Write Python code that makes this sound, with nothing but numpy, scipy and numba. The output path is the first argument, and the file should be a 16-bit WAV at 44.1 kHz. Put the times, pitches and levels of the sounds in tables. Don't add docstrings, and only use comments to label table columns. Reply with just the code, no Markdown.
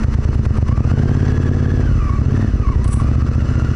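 import sys
import numpy as np
from scipy import signal
from scipy.fft import rfft, irfft
from scipy.io import wavfile
from scipy.ndimage import uniform_filter1d, minimum_filter1d, map_coordinates
from numba import njit

SR = 44100
rng = np.random.default_rng(int(sys.argv[2]) if len(sys.argv) > 2 else 0)


def unload_wav(signal):
    wavfile.write(
        sys.argv[1],
        SR,
        np.round(np.clip(np.atleast_2d(signal).T, -1, 1) * 32767).astype(np.int16),
    )


N = 165375

# time in seconds, rate in cycles per second.
SPEED = [(0.0, 9.49), (0.35, 9.78), (0.55, 7.96), (0.65, 9.18), (0.8, 13.65), (0.97, 16.87), (1.15, 17.38),
         (1.5, 17.77), (1.8, 17.71), (1.9, 16.44), (2.05, 12.72), (2.15, 11.34), (2.3, 16.48),
         (2.41, 20.39), (2.55, 16.54), (2.7, 11.83), (2.81, 9.19), (2.9, 11.97), (3.05, 14.23),
         (3.2, 15.12), (3.5, 15.09), (3.75, 14.82)]
START_TURN, IDLE_CYCLES_PER_S, CRUISE_CYCLES_PER_S = -.43, 9.5, 15.16
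# time in seconds, then levels in dB of firing, bark, growl, mechanical noise
EFFORT = [(0, 6.5, 1.5, -5, 3.5, -5), (.45, 2, -0.5, 4.5, 0.5, -10), (.58, 2, -1.5, -9, 0, -10),
          (.78, 11.5, 0.5, -4, 7.5, -25), (1.05, 8.5, -0.5, 4, 3.5, -19), (1.4, 6.5, 0, 4.5, 2.5, -12),
          (1.8, 5, 0.5, 5, -0.5, -9), (2.0, -4, 0, -8, -1, 2.5), (2.11, 0, 1.5, -8, 0, -1.5),
          (2.27, 3.5, 0, 7, -1, -19), (2.42, 8, 2, -14, 3.5, -6), (2.5, -6, 5.5, -8, -2.5, 3.5),
          (2.6, -3, 2, 6.5, -3, -3), (2.68, -3, 3, 4, -2, -2), (2.8, -6.5, 0.5, 12.5, -2.5, -1.5),
          (2.95, 3.5, 2, -10, 1.5, -6.5), (3.15, 2.5, 1, -11, 1.5, -5), (3.75, 0.5, 0.5, -20, 1, -19)]

# crank position in cycles, level in dB, relaxation at cruise in seconds.
FIRINGS = [(0, 0, .00195), (.371, 2.4, .00096)]
PULSE_DB, FIRING_SCATTER_DB, DIRECT_DB = 3, 2.37, -13.5
EDGE_S, SWELL_S, SWELL_SHARE = .0019, .0017, .36
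STRETCH_POWER = 1.82
SURGE_DB, SURGE_TURN, SURGE_WIDTH_CYCLES = -22.5, .70, .12
# centre in Hz, width in Hz, level in dB.
PIPE_MODES = [(60.76, 1.7, 8), (75.1, 13.7, 5.5), (95.3, 23.5, 6), (116.2, 16.3, 4.5), (129.9, 12, 4.1)]
# centre in Hz, width in Hz, level in dB.
BARK_MODES = [(216.7, 6.5, 2.5), (240.6, 38, 4.5), (291.4, 30, -3.1), (320.7, 8.8, -8)]
# centre in Hz, width in Hz, level in dB.
GROWL_MODES = [(372.5, 11, 1), (419, 6.5, 5), (475.4, 4.4, 4.5)]
PUFF_DB, PUFF_DECAY_S = -39, .0062
# multiple of the cycle rate, level in dB.
SILENCER_TONES = [(18, -43), (19, -43), (22, -51), (24, -45.5), (27, -48)]

# frequency in Hz, relative density in dB per Hz.
CASING_SPECTRUM = [(290, 7.5), (450, 2), (540, -3), (764, -8), (847, -16), (1050, -5), (1360, -4.5),
                   (1670, -8.5), (2110, -15.5), (2910, -18.5), (3350, -26.5), (3620, -29.5), (4450, -24),
                   (5750, -28), (7160, -34.5), (10100, -40), (10800, -49.5), (14000, -94), (22000, -120)]
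WHIRR_DB, TICK_DB, TICK_DECAY_S, TICK_SCATTER_DB = -34, -35, .0021, 6
CASING_RING_S, CASING_RING_DB = .01, -2
SING_HZ, SING_WIDTH_HZ, SING_DB = 5986, 193, 10

GULP_DB, GULP_FADE_DB_PER_RATE = -37.5, -2.91
RASP_HZ, RASP_BAND_HZ, RASP_TURN, RASP_WIDTH_CYCLES = 1300, 1230, .92, .031
HISS_DB, HISS_TURN, HISS_WIDTH_CYCLES = -15.5, .91, .037
HUM_HZ, HUM_DB, HUM_TURN, HUM_WIDTH_CYCLES = 216.9, 14, .65, .23

# time in seconds, pitch in Hz, level in dB.
WHINE = [(0, 897.3, -3), (0.62, 946, -13), (0.721, 1104, 6.5), (0.818, 1250, 5), (1.001, 1570, -1),
         (1.201, 1641, -3), (1.78, 1688, -4), (1.9, 1467, -2.5), (1.999, 1230, -1.5), (2.117, 1101, 5),
         (2.201, 1140, -7.5), (2.321, 1650, -6), (2.431, 1897, -5), (2.55, 1397, -10), (2.652, 1140, 0.5),
         (2.702, 1090, 1.5), (2.758, 950, -1), (2.82, 930, -3.5), (2.881, 1145, -4.5), (3.003, 1130, 1.5),
         (3.103, 1295, -0.5), (3.4, 1370, -3), (3.75, 1420, 2)]
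# crank position in cycles, level in dB over the steady whine.
TOOTH_LOADS = [(.23, 4), (.55, 0), (.74, 4), (.92, 5)]
# centre in Hz, width in Hz, level in dB.
COVER_MODES = [(1126, 103, 4), (1700, 160, -5), (1900, 180, -1)]
WHINE_DB, OVERTONE_DB, LOAD_WIDTH_S = -40.5, -11, .0021
WHINE_SWING_HZ, WHINE_ROUGHNESS = 28, .4
CRUISE_JITTER_HZ, JITTER_POWER = 35, 1.5

# centre in Hz, width in Hz, level in dB a pass.
INTAKE_MODES = [(423, 46, 1), (525, 100, -2.5), (1140, 230, -3.5)]
GASP_AT_S, GASP_WIDTH_S, GASP_DB = .567, .012, -28

# start in seconds, shiver level in dB, attack in seconds, decay in seconds, knock level in dB.
CHINKS = [(2.843, -40.5, 0.00035, 0.0026, -34), (2.878, -40, 0.00056, 0.003, -34.5),
          (2.913, -50, 0.0041, 0.018, -51), (2.932, -37, 0.013, 0.041, -43)]
# centre in Hz, first-pass width in Hz, level in dB.
METAL_MODES = [(5860, 310, -6), (7990, 490, -1.5), (8930, 180, -9), (9100, 580, -1), (10330, 270, -1)]
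RING_DB, RING_DECAY_S = -7.5, .034

BOOM_DB, BOOM_HZ, BOOM_WIDTH_HZ, BOOM_WANDER = -16.5, 53, 16.6, .74
AIR_DB, BODY_DB = -29, -36
CEILING, RELEASE_S, LOOK_SPAN_S, TOP_HZ = .52, .039, .00061, 10800


def undb(db):
    return 10 ** (np.asarray(db) / 20)


def unit(x):
    return x / np.sqrt(np.mean(x ** 2))


def noise():
    return rng.standard_normal(N)


def band(x, hz, width_hz):
    b, a = signal.iirpeak(min(hz, .45 * SR), hz / width_hz, fs=SR)
    return signal.lfilter(b, a, x)


def ring(x, modes):
    return sum(undb(db) * band(x, hz, width_hz) for hz, width_hz, db in modes)


def colour(x, points):
    hz, db = np.array(points).T
    f = np.maximum(np.fft.rfftfreq(N, 1 / SR), 1)
    low_cut = np.minimum(f / hz[0], 1) ** 2
    gain = undb(np.interp(np.log(f), np.log(hz), db)) * low_cut
    return irfft(rfft(x) * unit(gain), N)


def walk(points_per_s):
    points = rng.standard_normal(8192)
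    position = np.arange(N) / SR * points_per_s
    return unit(map_coordinates(points, [position], order=3, mode="wrap"))


def since(turn, offset):
    t = np.arange(N) / SR
    number = np.round(turn - offset)
    passing_s = np.interp(number + offset, turn, t, left=-1, right=t[-1] + 1)
    return t - passing_s, number.astype(int) + 2


def exhaust(turn, rate, bark_db, growl_db):
    push = 0
    stretch = (CRUISE_CYCLES_PER_S / rate) ** STRETCH_POWER
    for offset, db, relax_s in FIRINGS:
        age_s, number = since(turn, offset)
        swell = SWELL_SHARE * np.exp(-abs(age_s) / SWELL_S)
        relaxation = np.exp(-abs(age_s) / (relax_s * stretch))
        shape = np.where(age_s < 0, swell, relaxation)
        level_db = db + FIRING_SCATTER_DB * rng.standard_normal(128)[number]
        push = push - np.tanh(age_s / EDGE_S) * shape * undb(level_db)
    surge_age = since(turn, SURGE_TURN)[0] * rate / SURGE_WIDTH_CYCLES
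    surge = undb(SURGE_DB) * (1 - 2 * surge_age ** 2) * np.exp(-surge_age ** 2)
    bark = undb(bark_db) * ring(push, BARK_MODES)
    growl = undb(growl_db) * ring(push, GROWL_MODES)
    return undb(DIRECT_DB) * push + ring(push, PIPE_MODES) + bark + growl + surge


def puffs(turn):
    gate = sum(np.exp(-abs(since(turn, offset)[0]) / PUFF_DECAY_S) for offset, _, _ in FIRINGS)
    rasp = unit(band(band(noise(), 640, 470), 700, 670))
    return undb(PUFF_DB) * gate * rasp


def drone(turn, growl_db):
    tones = sum(undb(db) * np.sin(2 * np.pi * k * turn) for k, db in SILENCER_TONES)
    return undb(growl_db) * tones


def mechanics(turn, ticks_per_cycle=8):
    ticks = 0
    for k in range(ticks_per_cycle):
        age_s, number = since(turn, k / ticks_per_cycle)
        level = undb(TICK_SCATTER_DB * rng.standard_normal(128)[number])
        ticks = ticks + (age_s > 0) * np.exp(-abs(age_s) / TICK_DECAY_S) * level
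    drive = noise() * undb(WHIRR_DB) + noise() * ticks * undb(TICK_DB)
    modes = band(noise(), 6170, 4600) * np.exp(-np.arange(N) / SR / CASING_RING_S)
    rung = signal.fftconvolve(drive, modes / np.linalg.norm(modes))[:N]
    singing = undb(SING_DB) * band(drive, SING_HZ, SING_WIDTH_HZ)
    return colour(drive + undb(CASING_RING_DB) * rung + singing, CASING_SPECTRUM)


def gulps(turn, rate):
    def gate(offset, width_cycles):
        age_s, number = since(turn, offset)
        return np.exp(-.5 * (age_s * rate / width_cycles) ** 2) * undb(rng.standard_normal(128)[number])

    rasp = unit(band(band(noise(), RASP_HZ, RASP_BAND_HZ), RASP_HZ, 2 * RASP_BAND_HZ))
    rasp = rasp * gate(RASP_TURN, RASP_WIDTH_CYCLES)
    hiss = undb(HISS_DB) * unit(band(noise(), 6100, 5000)) * gate(HISS_TURN, HISS_WIDTH_CYCLES)
    tone = np.sin(2 * np.pi * HUM_HZ * np.arange(N) / SR)
    hum = undb(HUM_DB) * tone * gate(HUM_TURN, HUM_WIDTH_CYCLES)
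    level_db = GULP_DB + GULP_FADE_DB_PER_RATE * (rate - IDLE_CYCLES_PER_S)
    return (rasp + hiss + hum) * undb(level_db)


def gears(t, turn, rate):
    when_s, pitch_hz, db = np.array(WHINE).T
    strain = (rate / CRUISE_CYCLES_PER_S) ** JITTER_POWER
    swing_hz = WHINE_SWING_HZ * np.sin(2 * np.pi * (turn - .25))
    jitter_hz = CRUISE_JITTER_HZ * strain * walk(260)
    hz = np.interp(t, when_s, pitch_hz) + swing_hz + jitter_hz
    loads = 0
    for offset, load_db in TOOTH_LOADS:
        age_s, _ = since(turn, offset)
        loads = loads + undb(load_db) * np.exp(-.5 * (age_s / LOAD_WIDTH_S) ** 2)
    throb = (1 + loads) * (1 + WHINE_ROUGHNESS * walk(220))
    phase = 2 * np.pi * np.cumsum(hz) / SR
    tone = unit(throb * (np.sin(phase) + undb(OVERTONE_DB) * np.sin(2 * phase)))
    return undb(WHINE_DB + np.interp(t, when_s, db)) * (tone + ring(tone, COVER_MODES))


def throttle(t):
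    air = ring(ring(noise(), INTAKE_MODES), INTAKE_MODES)
    return undb(GASP_DB) * unit(air) * np.exp(-.5 * ((t - GASP_AT_S) / GASP_WIDTH_S) ** 2)


def jingle(t):
    shiver, knock = 0, 0
    for start_s, db, attack_s, decay_s, knock_db in CHINKS:
        rise = np.exp(np.minimum(t - start_s, 0) / attack_s)
        age_s = np.maximum(t - start_s, 0)
        decay = np.exp(-age_s / decay_s)
        shiver = shiver + undb(db) * rise * (decay + undb(RING_DB) * np.exp(-age_s / RING_DECAY_S))
        knock = knock + undb(knock_db) * rise * decay
    metal = 0
    for hz, width_hz, db in METAL_MODES:
        metal = metal + undb(db) * band(band(noise(), hz, width_hz), hz, 2 * width_hz)
    return shiver * unit(metal) + knock * unit(band(noise(), 3100, 5500))


def rumble(turn, boom_db):
    pumping = sum((1 + BOOM_WANDER * walk(3.2)) * np.sin(2 * np.pi * k * turn) for k in range(3, 8))
    boom = undb(BOOM_DB) * unit(band(pumping, BOOM_HZ, BOOM_WIDTH_HZ))
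    air = undb(AIR_DB) * unit(band(band(noise(), 55, 57), 59, 74))
    body = undb(BODY_DB) * unit(band(band(noise(), 210, 100), 180, 190))
    return undb(boom_db) * boom + air + body


def scene():
    t = np.arange(N) / SR
    rate = np.interp(t, *np.array(SPEED).T)
    turn = START_TURN + np.cumsum(rate) / SR
    when_s, *columns = np.array(EFFORT).T
    firing_db, bark_db, growl_db, machine_db, boom_db = (np.interp(t, when_s, c) for c in columns)
    pulses = undb(PULSE_DB) * exhaust(turn, rate, bark_db, growl_db)
    firing = undb(firing_db) * (pulses + puffs(turn)) + drone(turn, growl_db)
    machine = undb(machine_db) * (mechanics(turn) + gulps(turn, rate)) + gears(t, turn, rate)
    return (firing + machine + throttle(t) + jingle(t) + rumble(turn, boom_db))[None]


@njit
def peak_hold(x, fall):
    out, level = np.empty(len(x)), 0.
    for i in range(len(x)):
        level = max(x[i], level * fall)
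        out[i] = level
    return out


def record(dry):
    held = peak_hold(abs(dry[0]), np.exp(-1 / (RELEASE_S * SR)))
    span = int(LOOK_SPAN_S * SR) + 1
    gain = minimum_filter1d(CEILING / np.maximum(held, CEILING), span)
    limited = dry * uniform_filter1d(gain, span)
    low_cut = signal.butter(1, 3, "high", fs=SR, output="sos")
    top_cut = signal.ellip(10, .2, 70, TOP_HZ, fs=SR, output="sos")
    return signal.sosfilt(top_cut, signal.sosfilt(low_cut, limited))


dry = scene()
out = record(dry)
unload_wav(out)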